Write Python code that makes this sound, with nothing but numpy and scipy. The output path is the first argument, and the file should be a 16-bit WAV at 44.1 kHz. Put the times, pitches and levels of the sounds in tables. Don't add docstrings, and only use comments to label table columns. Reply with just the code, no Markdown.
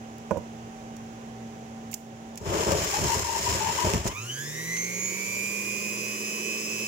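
import sys
import numpy as np
from scipy import signal
from scipy.fft import rfft, irfft, next_fast_len
from scipy.io import wavfile
from scipy.ndimage import map_coordinates

SR = 44100
rng = np.random.default_rng(int(sys.argv[2]) if len(sys.argv) > 2 else 0)


def dump_mix(stems):
    frames = np.atleast_2d(stems).T
    limited = np.clip(frames, -1, 1)
    pcm = np.round(limited * 32767).astype(np.int16)
    wavfile.write(sys.argv[1], SR, pcm)


N = 302967
TIME_S = np.arange(N) / SR

# (frequency [Hz], share [0-1])
COHERENCE = [(60, 0.87), (300, 1), (600, 0.99), (2000, 0.2), (6000, 0.067), (14000, 0.044)]

# (time [s], noise level [dB], hum gain [dB])
ROOM_LEVELS = [(0, -45, 0.5), (0.8, -44.5, 0.5), (1.9, -45, 1.5), (1.96, -49, -4), (2.2, -45.5, 0),
               (2.36, -45.5, 0.5), (2.43, -50.5, -21), (4.2, -52, -11), (6.87, -71, -10.5)]
# (frequency [Hz], level [dB], wander [Hz])
ROOM_TONES = [(117.5, -59, 1.5), (118.8, -52.5, 3.35), (227.7, -44.5, 0.44), (414, -60, 3.8),
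              (767, -55.5, 1.67)]
# (frequency [Hz], relative density [dB])
ROOM_SPECTRUM = [(18, -54), (30, -13), (115, -12), (170, -5.5), (227, -15), (287, -11), (702, -12.5),
                 (760, -11.5), (1280, -21.5), (3060, -26), (4300, -34), (6720, -26.5), (8520, -40.5),
                 (14800, -46.5), (16000, -38)]
# (frequency [Hz], left-right [dB])
ROOM_PAN = [(60, -8), (110, 2), (200, -9), (380, -0.5), (700, -3), (1290, -2), (2380, -7.5), (4400, -7.5),
            (8120, -5), (15000, -10)]

# (time [s], level [dB], T60 [s], left-right [dB], tilt [dB/oct])
CLICKS = [(0.183, -40, 0.0098, -12, 15), (0.309, -42, 0.051, -6, 12), (0.3727, -46, 0.056, -10, 17),
          (0.966, -43, 0.029, -5, 14), (1.9147, -38, 0.12, -12, 24), (1.93, -35.5, 0.041, -12, 5),
          (1.9406, -22.5, 0.026, -13, 17.5), (2.357, -38, 0.012, -9, 15), (2.375, -31.5, 0.039, -6, 12.5),
          (2.719, -21, 0.024, 7, 11), (2.847, -24, 0.018, -2, 12), (2.866, -34, 0.018, 2, 3),
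          (3.231, -28, 0.017, -5, -8), (3.9, -25, .02, 2, 11), (3.936, -22.5, 0.021, -5, 7),
          (4.0755, -24.5, 0.041, -8, 11.5), (4.768, -28, 0.03, -2, 8), (4.846, -35, 0.035, 7, 12)]
# (frequency [Hz], relative density [dB])
PLASTIC_SPECTRUM = [(700, 3), (1500, 6.5), (2400, 16), (3800, -2.5), (5300, 1.5), (7000, 0), (9000, -17.5),
                    (12000, -25), (15000, -25)]
# (time [s], level [dB], contact cut-off [Hz])
KNOCKS = [(0.3094, -20.5, 2950), (0.3142, -13, 840), (0.323, -26, 700), (0.346, -36, 1500),
          (0.357, -23, 550), (0.3695, -21, 800), (0.38, -20, 302)]
# (frequency [Hz], gain [dB], T60 [s])
BODY_MODES = [(100, -9, 0.082), (190, -0.5, 0.039), (328, -12.5, 0.16), (528, 5, 0.082), (600, -11, 0.22),
              (943, 2.5, 0.04), (970, -9, 0.07), (1460, -7.5, 0.033), (2400, -6.5, 0.016)]

# (time [s], shaft rate [Hz])
LOADED_SPEED = [(2.38, 5), (2.5, 30), (2.74, 49), (2.88, 66), (2.97, 71), (3.08, 79), (3.36, 76),
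                (3.55, 80.5), (3.61, 72.5), (3.81, 81.5), (3.92, 74), (4.02, 72), (4.07, 76.4)]
SLOT_HARMONICS_DB = [-32.5, -37, -41, -49, -52, -54, -56]
# (order [x shaft rate], source level [dB])
SIDE_ORDERS = [(2, -38), (3, -41), (5, -57.5), (9, -53), (10, -50), (11, -46.5), (13, -41), (14, -51.5),
               (15, -59.5), (16, -60), (19, -61), (22, -51), (27, -53), (29, -61), (33, -63)]
# (centre [Hz], width [Hz], gain [dB], left-right [dB])
HOUSING_PEAKS = [(1005, 120, 0, 6), (1193, 64, -11, 8), (1665, 87, -8, -17), (1920, 34, -4, -3),
                 (2052, 79, 0, 3), (2407, 220, -0.5, -17), (2582, 61, -5.5, -29), (3010, 106, 2, 3),
                 (5310, 310, -3.5, 9), (6300, 220, 10, -7), (6720, 150, 10.5, -7), (7095, 380, 1, 6),
                 (8200, 120, 0, -5), (9850, 590, -0.5, -5), (11850, 600, 3, -42), (13600, 400, 0, -14),
                 (14870, 250, 4, -23)]
# (frequency [Hz], gain [dB])
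HOUSING_FLOOR = [(300, -25), (750, -17.5), (1350, -17), (2700, -10), (3600, -12.5), (4900, -16.5),
                 (5600, -7), (9000, -10), (13500, -11)]
# (centre [Hz], width [Hz], gain [dB])
HOUSING_NULLS = [(1115, 34, -11), (1520, 58, -12), (1790, 48, -1), (2150, 74, 0.5), (2810, 27, -20),
                 (4400, 96, -7), (6485, 46, -8), (10650, 250, -14)]

# (time [s], relative spray level [dB], relative rasp level [dB])
SHRED_LEVELS = [(2.39, -66, -72), (2.466, -46, -44.5), (2.576, -37, -37), (3.184, -33, -37),
                (3.246, -38, -42.5), (3.492, -33, -37), (3.656, -37.5, -38.5), (3.932, -34.5, -35.5),
                (4.028, -46.5, -46.5), (4.08, -34.5, -39), (4.094, -45, -54), (4.12, -50, -44)]
# (time [s], length [s], rumble level [dB], thump level [dB])
LUMPS = [(2.399, 0.06, -38.5, -43), (2.453, 0.059, -32, -33.5), (2.515, .1, -36, -28),
         (2.661, 0.1, -30.5, -27), (2.77, 0.067, -34, -33.5), (2.974, 0.093, -29.5, -34.5),
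         (3.135, 0.072, -34, -36), (3.33, 0.13, -41.5, -41), (3.473, 0.11, -34.5, -36),
         (3.624, 0.11, -38, -50), (3.837, 0.06, -30, -29), (3.928, 0.03, -23.5, -30.5),
         (4.048, 0.017, -27, -29.5)]
# (frequency [Hz], relative density [dB])
RUMBLE_SPECTRUM = [(35, -23), (55, -5.5), (75, -2.5), (115, -3), (145, -11), (175, -6.5), (230, -11.5),
                   (280, -24)]
# (frequency [Hz], relative density [dB])
THUMP_SPECTRUM = [(270, -5.5), (350, 1), (430, 3), (480, -7), (540, -1.5), (650, -1), (770, -11), (940, -2),
                  (1100, -12.5), (1300, -10)]
# (frequency [Hz], relative density [dB])
RASP_SPECTRUM = [(1150, 12.5), (1300, -0.5), (1550, 4.5), (1950, 4), (2500, 3.5), (3100, 4), (3700, -2),
                 (4400, -28)]
# (frequency [Hz], relative density [dB])
SPRAY_SPECTRUM = [(2350, -51), (4000, -6), (4790, -6.5), (5220, 2), (5930, -3.5), (7060, 2.5), (7440, 1),
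                  (8070, -10), (9120, -12), (10700, -15.5), (12000, -13), (13800, -17), (15000, -11.5),
                  (15500, -15), (16000, -27)]
# (frequency [Hz], left-right [dB])
SHRED_PAN = [(60, 0.5), (110, 2.5), (200, -1.5), (380, 0), (700, 2.5), (1290, 7.5), (2380, -1), (4400, 2.5),
             (8120, 2.5), (15000, -5.5)]
# (time [s], length [s], level [dB])
GROANS = [(2.5, 0.1, -33), (2.68, 0.092, -34), (2.93, 0.046, -33.5), (3.07, 0.073, -31.5),
          (3.245, .12, -33.5), (3.45, 0.054, -33), (3.6, .11, -29.5), (3.77, .11, -34.5)]

# (frequency [Hz], relative density [dB])
RUSH_SPECTRUM = [(110, -20), (170, 2.5), (260, -5), (330, 6), (410, 7.5), (560, 0), (700, -11.5),
                 (800, -14.5), (950, -5.5), (1150, -1.5), (1330, -15), (1800, -20)]
# (frequency [Hz], relative density [dB])
HISS_SPECTRUM = [(1500, -5), (2400, -1.5), (3200, -5.5), (3700, -8), (4400, -7.5), (5200, -1.5), (6300, 6),
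                 (7300, 3), (8100, -7.5), (9000, -8.5), (10200, -8), (12000, -6.5), (14000, -8),
                 (15500, -5)]
# (frequency [Hz], relative density [dB])
BUFFET_SPECTRUM = [(45, -4), (70, -9), (110, 7.5)]
# (frequency [Hz], left-right [dB])
AIR_PAN = [(200, -2), (500, -5), (800, -2), (1100, 9.5), (1600, -4.5), (3500, -3), (4700, 9), (6000, -4.5),
           (8000, 0), (10500, 1), (12000, -11), (15000, -19)]

MAINS_HZ, SLOTS = 60, 12
FREE_AT_S, TOP_SHAFT_HZ = 4.07, 221.14


def from_db(db):
    return 10 ** (np.asarray(db) / 20)


def unit_rms(x):
    return x / np.sqrt(np.mean(x ** 2) + 1e-20)


def decay(age_s, t60_s):
    return np.exp(-np.log(1000) * age_s / t60_s)


def in_time(rows):
    times_s, *columns = np.transpose(rows)
    return [np.interp(TIME_S, times_s, column) for column in columns]


def at_hz(points, hz):
    knots_hz, values = np.transpose(points)
    return np.interp(np.log(hz), np.log(knots_hz), values)


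def cutting(fade_s):
    start_s, end_s = SHRED_LEVELS[0][0], SHRED_LEVELS[-1][0]
    return np.interp(TIME_S, [start_s - fade_s, start_s, end_s, end_s + fade_s], [0, 1, 1, 0])


def swells(rows, attack_s, release_s):
    power = 0
    for start_s, length_s, db in rows:
        rise = np.clip((TIME_S - start_s) / attack_s, 0, 1)
        fall = np.exp(-np.clip((TIME_S - start_s - length_s) / release_s, 0, 30))
        power = power + (from_db(db) * rise * fall) ** 2
    return np.sqrt(power)


def drift(rate_hz):
    knots = rng.standard_normal(int(2 * rate_hz * N / SR) + 4)
    return unit_rms(map_coordinates(knots, [TIME_S * 2 * rate_hz], order=2))


def panned(db):
    gains = from_db(np.array([[.5], [-.5]]) * db)
    return gains / np.sqrt(np.mean(gains ** 2, axis=0))


def coloured(noises, spectrum, pan, left_lag_s):
    size = noises.shape[1]
    hz = np.maximum(np.fft.rfftfreq(size, 1 / SR), 1)
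    parts = rfft(noises)
    shared = np.clip(at_hz(COHERENCE, hz), 0, 1)
    ears = np.sqrt(shared) * parts[0] + np.sqrt(1 - shared) * parts[1:]
    ears[0] *= np.exp(-2j * np.pi * hz * left_lag_s)
    skirts = 1 / np.sqrt((1 + (spectrum[0][0] / hz) ** 8) * (1 + (hz / spectrum[-1][0]) ** 12))
    return unit_rms(irfft(ears * from_db(at_hz(spectrum, hz)) * skirts * panned(at_hz(pan, hz)), size))


def stream(force, spectrum, pan, left_lag_s=0.0004504):
    noises = np.zeros((3, next_fast_len(N + 1, real=True)))
    noises[:, :N] = rng.standard_normal((3, N)) * force
    return coloured(noises, spectrum, pan, left_lag_s)[:, :N]


def room_hum():
    noise_db, hum_db = in_time(ROOM_LEVELS)
    tones = 0
    for hz, db, wander_hz in ROOM_TONES:
        gain = np.sqrt(2) * from_db(hum_db + db + 1.13 * drift(6.18))
        phase_rad = 2 * np.pi * np.cumsum(hz + wander_hz * drift(8)) / SR
        tones += gain * np.sin(phase_rad)
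    noise = from_db(noise_db) * stream(1, ROOM_SPECTRUM, ROOM_PAN, left_lag_s=0.00035)
    return noise + tones * panned(-1.3)


def clicks():
    out, age_s = np.zeros((2, N)), TIME_S[:8192]
    for start_s, db, t60_s, pan_db, tilt_db_per_oct in CLICKS:
        spectrum = [(hz, level_db + tilt_db_per_oct * np.log2(hz)) for hz, level_db in PLASTIC_SPECTRUM]
        crack = coloured(rng.standard_normal((3, len(age_s))), spectrum, [(1, pan_db)], left_lag_s=0)
        start = int(start_s * SR)
        out[:, start:start + len(age_s)] += from_db(db) * crack * decay(age_s, t60_s)
    return out


def kitchen_reverb(x, t60_s=0.37):
    age_s = TIME_S[:SR // 2]
    tail = rng.standard_normal((2, len(age_s))) * decay(age_s, t60_s) * (age_s > .004)
    return signal.fftconvolve(x, tail / np.sqrt(np.sum(tail ** 2) / 2), axes=1)[:, :N]


def knocks():
    out, age_s = np.zeros(N), TIME_S[:SR // 4]
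    for hz, mode_db, t60_s in BODY_MODES:
        for start_s, db, contact_hz in KNOCKS:
            start = int(start_s * SR)
            gain = from_db(db + mode_db) / (1 + (hz / contact_hz) ** 2)
            envelope = (1 - np.exp(-age_s * contact_hz)) * decay(age_s, t60_s)
            out[start:start + len(age_s)] += gain * envelope * np.sin(2 * np.pi * hz * age_s)
    low_cut = signal.butter(2, 90, "high", fs=SR, output="sos")
    return signal.sosfilt(low_cut, out) * panned(-11.5)


def shaft_rate_hz(quick_share=.377, quick_s=.316, slow_s=.929):
    loaded_hz, = in_time(LOADED_SPEED)
    free_s = np.maximum(TIME_S - FREE_AT_S, 0)
    gap = quick_share * np.exp(-free_s / quick_s) + (1 - quick_share) * np.exp(-free_s / slow_s)
    return TOP_SHAFT_HZ - (TOP_SHAFT_HZ - loaded_hz) * gap


def shaft_angle_rad(shaft_hz, wobble=.0003, load_wobble=.016):
    unsteady = wobble * drift(14) + load_wobble * cutting(fade_s=0.091) * drift(35)
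    return 2 * np.pi * np.cumsum(shaft_hz * (1 + unsteady)) / SR


def housing(hz):
    grid_hz = np.arange(10, SR / 2, 10)
    power = from_db(at_hz(HOUSING_FLOOR, grid_hz)) ** 2
    for centre_hz, width_hz, db, pan_db in HOUSING_PEAKS:
        peak = from_db(db) / (1 + 2 * ((grid_hz - centre_hz) / width_hz) ** 2)
        power = power + (peak * panned(pan_db)) ** 2
    nulls_db = sum(db * np.exp(-((grid_hz - centre_hz) / width_hz) ** 2)
                   for centre_hz, width_hz, db in HOUSING_NULLS)
    return np.array([np.interp(hz, grid_hz, ear) for ear in np.sqrt(power) * from_db(nulls_db)])


def motor(shaft_hz, shaft_rad, full_hum_hz=107, full_whine_hz=65, shake_hz=116, shake_width_hz=5):
    pulse_rad = 2 * np.pi * 2 * MAINS_HZ * TIME_S
    pulse = np.cos(pulse_rad)
    torque = np.cos(pulse_rad + np.pi / 5)

    def tone(order, db, throb, sway_rad):
        ears_rad = min(order * 0.2, 1.5) * np.array([[-.5], [.5]])
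        wave = np.sin(order * shaft_rad + ears_rad + sway_rad * torque + rng.uniform(0, 2 * np.pi))
        return np.sqrt(2) * from_db(db) * (1 + throb * pulse) * wave

    shake_db = 5 / (1 + ((shaft_hz - shake_hz) / shake_width_hz) ** 2)
    hum = tone(1, db=-42.5 + shake_db + .5 * drift(11), throb=.04, sway_rad=0) * panned(-4.0)
    hum *= np.minimum(shaft_hz / full_hum_hz, 1) ** 2
    slot_db = SLOT_HARMONICS_DB[0] + 0.87 * drift(11)
    whine = housing(SLOTS * shaft_hz) * tone(SLOTS, slot_db, throb=0.47, sway_rad=0.38)
    for harmonic, db in enumerate(SLOT_HARMONICS_DB[1:], 2):
        order = harmonic * SLOTS
        whine += housing(order * shaft_hz) * tone(order, db + 1.33 * drift(30), throb=0.23, sway_rad=0.65)
    for order, db in SIDE_ORDERS:
        whine += housing(order * shaft_hz) * tone(order, db, throb=0.26, sway_rad=0.23)
    whine += from_db(-53) * pulse
    whine *= np.minimum(shaft_hz / full_whine_hz, 1) ** 2
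    whine *= from_db(-8 * cutting(fade_s=.04))
    running = TIME_S > LOADED_SPEED[0][0]
    return running * (hum + whine)


def tears(rate_hz, spread_db, length_s, share):
    sizes = from_db(spread_db * np.minimum(rng.exponential(1, N), 4))
    snaps = sizes * (rng.random(N) < rate_hz / SR)
    power = signal.lfilter([1], [1, -np.exp(-1 / (length_s * SR))], snaps ** 2 + 1e-18)
    return np.sqrt(1 - share + share * power / power.mean())


def shredding(shaft_rad, bite_depth=0.069, attack_s=0.0088, release_s=0.032):
    spray_db, rasp_db = in_time(SHRED_LEVELS)
    rumble = swells([(at_s, length_s, db) for at_s, length_s, db, _ in LUMPS], attack_s, release_s)
    thump = swells([(at_s, length_s, db) for at_s, length_s, _, db in LUMPS], attack_s, release_s)
    rumble = np.hypot(rumble, from_db(rasp_db - 11))
    thump = np.hypot(thump, from_db(rasp_db - 1))
    bite = 1 + bite_depth * np.cos(shaft_rad)
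    chunks = bite * tears(rate_hz=220, spread_db=1.0, length_s=0.0018, share=0.42)
    fibres = bite * tears(rate_hz=870, spread_db=2.0, length_s=0.0027, share=0.75)
    out = rumble * stream(chunks, RUMBLE_SPECTRUM, SHRED_PAN, left_lag_s=0.00053)
    out += thump * stream(chunks, THUMP_SPECTRUM, SHRED_PAN, left_lag_s=0.00028)
    out += from_db(rasp_db + 2.5) * stream(fibres, RASP_SPECTRUM, SHRED_PAN)
    out += from_db(spray_db + 3.5) * stream(fibres, SPRAY_SPECTRUM, SHRED_PAN)
    return out * cutting(fade_s=0.034)


def groan(shaft_rad, rough_db=3.0, left_lag_s=.0002):
    ears_rad = np.array([np.interp(TIME_S - left_lag_s, TIME_S, shaft_rad), shaft_rad])
    gain = np.sqrt(2) * swells(GROANS, attack_s=0.0088, release_s=.025) * from_db(rough_db * drift(45))
    judder_rad = .75 * drift(60) + .45 * np.sin(shaft_rad)
    slot_rad = SLOTS * ears_rad + judder_rad
    wave = np.sin(slot_rad) + from_db(-14.5) * np.sin(2 * slot_rad) + from_db(-15) * np.sin(3 * slot_rad)
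    return gain * panned(12) * wave


def air(shaft_hz, shaft_rad, rush_db_per_oct=12, hiss_db_per_oct=7.5):
    speed_oct = np.log2(shaft_hz / TOP_SHAFT_HZ)
    rush = stream(1, RUSH_SPECTRUM, AIR_PAN, left_lag_s=0.00031)
    rush *= from_db(-40.5 + rush_db_per_oct * speed_oct)
    hiss = stream(1 + 0.1 * np.cos(shaft_rad), HISS_SPECTRUM, AIR_PAN)
    hiss *= from_db(-36.5 + hiss_db_per_oct * speed_oct)
    puff = swells([(5.2, .2, -53)], attack_s=0.16, release_s=0.17)
    buffet = (from_db(-65) + puff) * stream(1, BUFFET_SPECTRUM, AIR_PAN)
    fade_in = np.clip((TIME_S - FREE_AT_S) / .05, 0, 1)
    return (rush + hiss + buffet) * fade_in


def scene():
    shaft_hz = shaft_rate_hz()
    shaft_rad = shaft_angle_rad(shaft_hz)
    drive = motor(shaft_hz, shaft_rad) + groan(shaft_rad)
    hits = knocks() + clicks()
    reverb = kitchen_reverb(from_db(-15.5) * hits + from_db(-15) * drive)
    return hits + reverb + drive + shredding(shaft_rad) + air(shaft_hz, shaft_rad) + room_hum()


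def record(dry, low_cut_hz=35, high_cut_hz=15850):
    thinned = signal.sosfilt(signal.butter(2, low_cut_hz, "high", fs=SR, output="sos"), dry)
    return signal.sosfiltfilt(signal.ellip(10, .1, 70, high_cut_hz, fs=SR, output="sos"), thinned)


dry = scene()
out = record(dry)
dump_mix(out)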